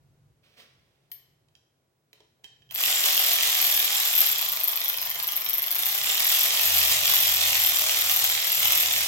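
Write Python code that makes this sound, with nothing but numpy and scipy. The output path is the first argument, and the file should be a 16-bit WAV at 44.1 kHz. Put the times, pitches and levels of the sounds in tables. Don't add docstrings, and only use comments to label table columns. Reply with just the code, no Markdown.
import sys
import numpy as np
from scipy import signal
from scipy.fft import rfft, irfft, next_fast_len
from scipy.io import wavfile
from scipy.ndimage import map_coordinates

SR = 44100
rng = np.random.default_rng(int(sys.argv[2]) if len(sys.argv) > 2 else 0)


def transcribe(signal):
    frames = np.atleast_2d(signal).T
    limited = np.clip(frames, -1, 1)
    pcm = np.round(limited * 32767).astype(np.int16)
    wavfile.write(sys.argv[1], SR, pcm)


def invert_db(x):
    u = np.asarray(x, float) / 20
    return 10 ** u


N = 399987
TIME = np.arange(N) / SR

# [t/s, speed/turns per s]
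CRANK = [(2.7, 18.76), (2.77, 34.5), (2.86, 45.75), (3.05, 43.35), (3.37, 43.16), (3.81, 38.87),
         (4.2, 38.27), (4.46, 27.64), (4.67, 24.64), (5.09, 22.94), (5.69, 22.83), (5.89, 33.15),
         (6.06, 35.33), (6.37, 44.32), (6.86, 46.0), (7.42, 43.9), (7.85, 39.7), (9.07, 38.95)]
# [share of turn, relative level/dB, place ahead on the wheel/crank turns, scatter/turns]
TEETH = [(.065, 9, 0, .01), (.205, 10, -1, .01), (.34, -1, -1, .025), (.445, 1, -1, .02)]
# [f/Hz, width/Hz, relative level/dB]
PAWL = [(12620, 2170, -9), (16000, 470, -18)]
HOUSING = [(700, 43, -11), (1060, 85, -16), (2010, 360, 1.5), (2560, 420, 3), (3367, 680, 6),
           (5790, 1230, 1)]
TICK = [(1900, 890, -4.5), (3300, 1320, 2.5), (6150, 2200, -2), (11000, 1200, -12)]
CASTING = [(306, 65, -4), (433.3, 19, 7.5), (561, 13, 6.5), (680, 200, -3.5), (1020, 50, -4)]
# [t/s, level/dB]
ROOM = [(.1, -64), (.5, -70.5), (1.3, -70.5), (2, -77.5), (2.6, -69.5)]


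def unit(x):
    return x / np.sqrt(np.mean(x ** 2) + 1e-20)


def along(points, hz, column=1):
    rows = np.transpose(points)
    return np.interp(np.log(hz + 1), np.log(rows[0] + 1), rows[column])


def curves(rows):
    s, *cols = np.transpose(rows)
    return [np.interp(TIME, s, c) for c in cols]


def wobble(rate):
    return map_coordinates(rng.standard_normal(int(N * rate / SR) + 4), [TIME * rate])


def filtered(x, response):
    m = next_fast_len(N + SR // 2)
    return irfft(rfft(x, m) * response(np.fft.rfftfreq(m, 1 / SR)), m)[..., :N]


def ringing(x, modes):
    def response(f):
        return sum((-1) ** k * invert_db(db) * 1j * f * width / (centre ** 2 - f * f + 1j * f * width)
                   for k, (centre, width, db) in enumerate(modes))
    return filtered(x, response)


def hiss(spectrum):
    return unit(filtered(rng.standard_normal(N), lambda hz: invert_db(along(spectrum, hz))))


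def blows(times, db, chatter, t60):
    push = np.bincount(np.round(times * SR).astype(int), invert_db(db), N)[:N]
    fade = invert_db(-60 * TIME[:SR // 20] / t60)
    return push + chatter * signal.fftconvolve(push, fade)[:N] * rng.standard_normal(N)


def struck(times, peak_db, modes, chatter, t60):
    peak = sum(invert_db(db) * width for _, width, db in modes) * 2 * np.pi / SR
    return ringing(blows(times, peak_db, chatter, t60), modes) / peak


def each_turn(turns, pattern, column, jitter, scatter_db):
    rows = np.array(pattern)
    luck = rng.standard_normal((2, int(turns[-1]) - 1, len(rows)))
    at = np.arange(luck.shape[1])[:, None] + rows[:, 0] + jitter * luck[0]
    db = rows[:, column] + scatter_db * luck[1]
    return np.interp(at, turns, TIME).ravel(), db.ravel()


def swell(start, rise, db, fall_db):
    return np.clip((TIME - start) / rise, 0, 1) * invert_db(db - fall_db * np.maximum(TIME - start - rise, 0))


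def crank():
    speed = curves(CRANK)[0]
    turns = np.cumsum(speed * (TIME > CRANK[0][0])) / SR
    return turns, np.clip((speed - 24) / 14, 0, 1)


def strength(db, db_per_speed):
    trigger_s, spin_up_s = 2.709, .14
    bite = .26
    cruise = 40
    since = TIME - trigger_s
    onset = (since > 0) * np.clip(bite + (1 - bite) * since / spin_up_s, 0, 1)
    return onset * invert_db(db + db_per_speed * (curves(CRANK)[0] - cruise))


def gear_strength():
    return strength(-28.5, 0.25)


def spread(spectrum):
    # [f/Hz, likeness]
    alike = [(60, 0.92), (240, 0.66), (950, -0.26), (3770, -0.3), (15000, -0.31)]

    def shares(hz):
        angle = np.arccos(np.clip(along(alike, hz), -1, 1)) / 2
        return np.array([np.cos(angle), np.sin(angle)])
    noises = np.array([hiss(spectrum), hiss(spectrum)])
    return [[1, 0.64], [1, -0.83]] @ filtered(noises, shares)


def room_air():
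    # [f/Hz, relative level/dB]
    air_colour = [(120, -34), (200, -8.5), (366, -5), (529, -8.5), (612, -8), (1230, -15.5), (3430, -21),
                  (11100, -26.5), (15100, -30), (16000, -31)]
    room_db, = curves(ROOM)
    follows = 0.29
    return invert_db(-72.5 + follows * (room_db - room_db[-1])) * spread(air_colour)


def stand_hum():
    # [f/Hz, relative level/dB]
    stand_colour = [(15, -51), (25, -18), (43, -14.5), (129, 2), (145, 1), (168, -6.5), (230, -21),
                    (300, -59), (510, -120)]
    room_db, = curves(ROOM)
    shake = invert_db(-36) * gear_strength()
    rumble = invert_db(-5) * engine_swells()
    level = np.sqrt(invert_db(room_db) ** 2 + shake ** 2 + rumble ** 2) * invert_db(1.7 * wobble(5.4))
    resonance = unit(ringing(rng.standard_normal(N), [(135.0, 5.8, 0)]))
    return level * (spread(stand_colour) + invert_db(-9.0) * resonance)


def handling():
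    # [t/s, tick level/dB, low answer level/dB, pawl level/dB, socket level/dB]
    touches = [(1.102, -70, -58, -65, -75), (1.1162, -34.5, -52, -27.5, -44), (1.2994, -69, -78, -70, -72),
               (1.485, -58, -68, -85, -74), (1.552, -45, -73, -74, -54.5), (2.1304, -41, -51, -49, -69),
               (2.204, -47, -45, -76, -57), (2.395, -75, -59, -82, -80), (2.4385, -50, -59, -60, -52),
               (2.4425, -34.5, -44, -48, -33), (2.62, -59, -70, -80, -46), (2.691, -61, -68, -80, -51),
               (2.7, -58, -72, -80, -44), (2.7097, -32, -60, -30, -54)]
    # [f/Hz, width/Hz, relative level/dB]
    socket_modes = [(1740, 200, -13), (2530, 120, -11), (3150, 50, 6), (4900, 200, -18), (5600, 300, -20)]
    # [f/Hz, width/Hz, relative level/dB]
    loose_modes = [(11700, 16, -10), (12540, 9.6, -5), (12520, 6.6, -2), (13000, 14, 0), (14060, 12, -11)]
    # [t/s, peak level/dB, rise/s, t60/s]
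    slides = [(.422, -65, 0.02, 2.5), (.563, -49, 0.038, 0.18), (2.13, -66.5, 0.028, 0.53)]
    # [f/Hz, relative level/dB]
    rub_colour = [(120, -38), (200, -1), (289, -8), (328, -12), (465, -0.5), (806, -11), (1980, -5.5),
                  (3500, -5.5), (5840, -10), (6880, -19), (16000, -19)]
    seated_s = 2

    s, tick_db, low_db, pawl_db, socket_db = np.transpose(touches)
    seated = s > seated_s
    tick = struck(s, tick_db, TICK, chatter=.9, t60=.02)
    casting = struck(s[seated], low_db[seated], CASTING, chatter=0.089, t60=0.056)
    housing = struck(s[~seated], low_db[~seated], HOUSING[:2], chatter=0.11, t60=0.037)
    pawl = struck(s, pawl_db, PAWL, chatter=0.36, t60=0.05)
    loose = struck(s, pawl_db - 0.5, loose_modes, chatter=0.14, t60=0.03)
    pawl[:seated_s * SR] += loose[:seated_s * SR]
    socket = struck(s, socket_db, socket_modes, chatter=0.17, t60=0.029)
    strokes = sum(swell(at, rise, db, 60 / t60) for at, db, rise, t60 in slides)
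    slide = strokes * invert_db(1.3 * wobble(150)) * hiss(rub_colour)
    return tick + casting + pawl + socket + housing + slide


def wheel_db(strokes):
    # [place/crank turns, drop level/dB, extra level on every other stroke/dB]
    runout = [(0, -4.5, 4.5), (5, -2.5, 2), (7, -9.5, 2.5), (8.5, -10.5, -2), (10.5, -6.5, 1),
              (15, -4.5, 4.5), (17, -4.5, 0.5), (20, 4.5, 2.5)]
    wheel_turns = 20
    place = (np.arange(strokes)[:, None] + np.array(TEETH)[:, 2]).ravel() % wheel_turns
    at, drop_db, alternate_db = np.transpose(runout)
    return np.interp(place, at, drop_db) + (-1) ** place * np.interp(place, at, alternate_db)


def pawl_drops(turns):
    # [t/s, first drop level/dB, gap to the second/ms, second drop level/dB], levels relative
    slow_strokes = [(4.1013, 5.5, 2.7, 4.9), (4.1262, 5.9, 3.9, 10.2), (4.1531, 12.6, 3.7, 9.2),
                    (4.1791, 15.2, 3.8, 10.6), (4.2054, 13.7, 4.1, 6.4), (4.232, 8.6, 4.2, 8.2),
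                    (4.2591, 8.9, 4.3, 11.6), (4.2869, 10.6, 4.4, 9.3), (4.3158, 8.6, 4.3, 5.7),
                    (4.347, 0.6, 5.2, 5.7), (4.3789, 4.1, 5.6, 6.2), (4.4125, 3.7, 5.3, 10.2),
                    (4.4469, 6.0, 4.2, 3.5), (4.4824, 7.0, 5.2, 5.6), (4.5196, 9.2, 6.1, 8.2),
                    (4.5564, 2.6, 7.1, 6.7), (4.5959, 7.3, 6.9, 8.0), (4.6354, 10.4, 6.4, 10.6),
                    (4.6755, 12.6, 6.4, 14.7), (4.7161, 7.2, 6.0, 6.0), (4.7576, 7.6, 6.6, 8.0),
                    (4.7975, 5.4, 6.6, 5.6), (4.8392, 9.3, 7.3, 11.8), (4.8813, 6.8, 7.3, 10.6),
                    (4.9237, -0.2, 7.1, 9.4), (4.9674, 3.2, 6.8, 7.5), (5.0093, -0.4, 6.6, 7.2),
                    (5.0528, 3.8, 6.2, 7.7), (5.0956, 6.0, 6.8, 6.5), (5.1399, 0.1, 5.4, 3.9),
                    (5.1832, -0.3, 7.3, 4.9), (5.2269, 6.0, 7.2, 8.4), (5.2707, 5.0, 6.4, 8.6),
                    (5.3144, 7.7, 6.7, 9.7), (5.3581, 7.6, 6.9, 9.1), (5.4022, 2.4, 7.4, 3.9),
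                    (5.4454, 5.2, 8.1, 3.4), (5.4888, 10.1, 6.9, 10.6), (5.5319, 13.0, 7.1, 10.4),
                    (5.575, 7.1, 7.5, 8.0), (5.6202, 9.2, 7.6, 10.4), (5.6636, 5.7, 6.8, 5.7),
                    (5.7072, 11.2, 6.7, 14.9), (5.747, 7.2, 6.6, 13.5), (5.7845, 7.1, 5.7, 9.1),
                    (5.818, 2.1, 6.7, 8.1), (5.8513, 6.3, 6.0, 12.0), (5.883, 5.1, 4.6, 11.8),
                    (5.9135, 5.3, 4.1, 7.1)]
    # [f/Hz, width/Hz, relative level/dB]
    head_modes = [(12850, 650, 0)]
    second_stroke_s = 2.72

    times, db = each_turn(turns, TEETH, column=1, jitter=np.array(TEETH)[:, 3], scatter_db=2)
    db = db + wheel_db(len(db) // len(TEETH))
    s, first_db, gap_ms, second_db = np.transpose(slow_strokes)
    hard = np.arange(len(db)) % len(TEETH) < 2
    slow = (times > s[0] - .008) & (times < s[-1] + .012)
    regular = (times > second_stroke_s) & ~(hard & slow)
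    times = np.r_[times[regular], s, s + gap_ms / 1000]
    db = np.r_[db[regular], first_db, second_db]
    drops = blows(times, db, chatter=.5, t60=.011)
    spring = unit(ringing(drops, PAWL))
    head = unit(ringing(spring, head_modes))
    return head + invert_db(-1.5) * spring + invert_db(-14.5) * unit(ringing(drops, TICK))


def yoke_knocks(turns, fast):
    # [share of turn, housing knock level/dB, anvil ring level/dB], levels relative
    knocks = [(.47, 2.5, -6), (.92, -10.5, 3.5), (.22, -10, -5.5)]
    # [f/Hz, width/Hz, relative level/dB]
    anvil_modes = [(7364, 160, 0)]
    stops = blows(*each_turn(turns, knocks, column=1, jitter=.015, scatter_db=2), chatter=0.33, t60=0.015)
    knock = unit(ringing(stops, HOUSING)) + invert_db(-24.0) * unit(ringing(stops, CASTING))
    taps = blows(*each_turn(turns, knocks, column=2, jitter=0.018, scatter_db=4.5), chatter=0.15, t60=0.006)
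    anvil = unit(ringing(taps, anvil_modes))
    return invert_db(-4.5) * knock + invert_db(-16 + 5.25 * fast) * anvil


def gear_grind(turns, fast):
    # [f/Hz, relative level/dB]
    fast_colour = [(120, -39), (200, -20.5), (530, -17.5), (640, -3.5), (800, -3), (900, -11), (1030, -5),
                   (1500, -8), (2100, -5), (3480, 0), (4580, -3.5), (5400, -0.5), (8500, -5), (11200, -1),
                   (15900, -3), (17000, -60)]
    slow_colour = [(120, -58), (200, -20), (538, -16), (646, -4), (931, -8.5), (1020, -3.5), (1550, -13),
                   (2080, -9.5), (3420, -17), (8080, -19), (11400, -6.5), (15900, -3), (17000, -60)]
    mesh = np.sqrt(fast) * hiss(fast_colour) + invert_db(-6.5) * np.sqrt(1 - fast) * hiss(slow_colour)
    load_db = (4.5 - 2.66 * fast) * np.cos(2 * np.pi * (turns - .35))
    grit_db = 2.41 * wobble(400) + 2.3 * wobble(60)
    return mesh * invert_db(load_db + grit_db)


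def ratchet():
    turns, fast = crank()
    train = invert_db(-0.5) * gear_grind(turns, fast) + yoke_knocks(turns, fast)
    pawl_gain = strength(-31, 0.09)
    return gear_strength() * train + pawl_gain * pawl_drops(turns)


def motor():
    # [t/s, level re the gear gain/dB], ahead of its flutter and lean
    whine = [(2.8, -40), (2.86, -26), (3.4, -28), (3.5, -40), (3.62, -36), (3.68, -26), (3.9, -28),
             (4.0, -40), (4.3, -55), (6.2, -55), (6.38, -26), (7.0, -23), (7.55, -27), (7.68, -40),
             (7.78, -26), (9.07, -27)]
    whine_order = 13.14
    turns, _ = crank()
    level = gear_strength() * invert_db(curves(whine)[0] + 1.5 * wobble(7))
    return level * np.sin(2 * np.pi * whine_order * turns + .3 * wobble(12))


def engine_swells():
    swells = [(6.3, .5, -53.5, 5), (7.3, 0.34, -55.5, 16), (8.52, 0.1, -49.5, 14)]
    return np.max([swell(*row) for row in swells], axis=0)


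def far_engine():
    # [t/s, f/Hz]
    engine_pitch = [(6.4, 77), (6.81, 84.7), (8.45, 87.6), (9.05, 76.2)]
    hz, = curves(engine_pitch)
    phase = 2 * np.pi * np.cumsum(hz) / SR + 0.87 * wobble(8.3)
    return engine_swells() * invert_db(4.3 * wobble(3.7)) * np.sin(phase)


def garage(x, to_walls, size=8192):
    # [f/Hz, left over right level/dB]
    lean = [(60, 0.0), (110, 12), (200, -2), (380, -1.5), (700, 3.5), (1290, 5), (2380, -15), (4400, -9.5),
            (8120, 8), (15000, 4.5)]
    # [f/Hz, t60/s, relative level/dB]
    tail_table = [(200, 0.28, -6), (820, 0.77, 3), (3060, 0.66, 3.5), (8400, 0.56, 1), (12100, 0.1, -1.33)]
    lead_s = .00014
    side = np.array([[1], [-1]])
    near = filtered(x, lambda hz: invert_db(side * along(lean, hz) / 2) * np.exp(1j * np.pi * hz * side * lead_s))
    starts = np.arange(0, N + size, size)
    hz, t, z = signal.stft(rng.standard_normal((len(starts), 2, SR // 3)), SR, nperseg=256)
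    t60 = along(tail_table, hz)[:, None]
    decay = invert_db(along(tail_table, hz, column=2)[:, None] - 60 * t / t60)
    z = z * decay / np.sqrt(t60 * SR / (6 * np.log(10)))
    tails = signal.istft(z, SR, nperseg=256)[1]
    padded = np.pad(to_walls, (size + 200, 3 * size))
    window = np.sin(np.pi * np.arange(2 * size) / (2 * size))
    pieces = padded[starts[:, None] + np.arange(2 * size)] * window
    echoes = signal.fftconvolve(pieces[:, None], tails, axes=2)
    where = (starts[:, None] + np.arange(echoes.shape[2])).ravel()
    tail = [np.bincount(where, echoes[:, ear].ravel())[size:size + N] for ear in range(2)]
    return near + np.array(tail)


def scene():
    background = room_air() + stand_hum() + far_engine()
    hands, tool = handling(), ratchet()
    room = garage(tool + hands, tool + invert_db(-4.0) * hands)
    whine = motor() * invert_db([[1.5], [-1.5]])
    return invert_db(-3) * room + whine + background


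def low_pass(x):
    return signal.sosfilt(signal.butter(12, 17010, fs=SR, output="sos"), x)


def record(dry):
    top_hz = 15950
    rounded = dry / (1 + np.abs(dry / .75) ** 3) ** (1 / 3)
    kept = filtered(rounded, lambda hz: np.where(hz < top_hz, 1, invert_db(-51)))
    return low_pass(kept)


dry = scene()
out = record(dry)
transcribe(out)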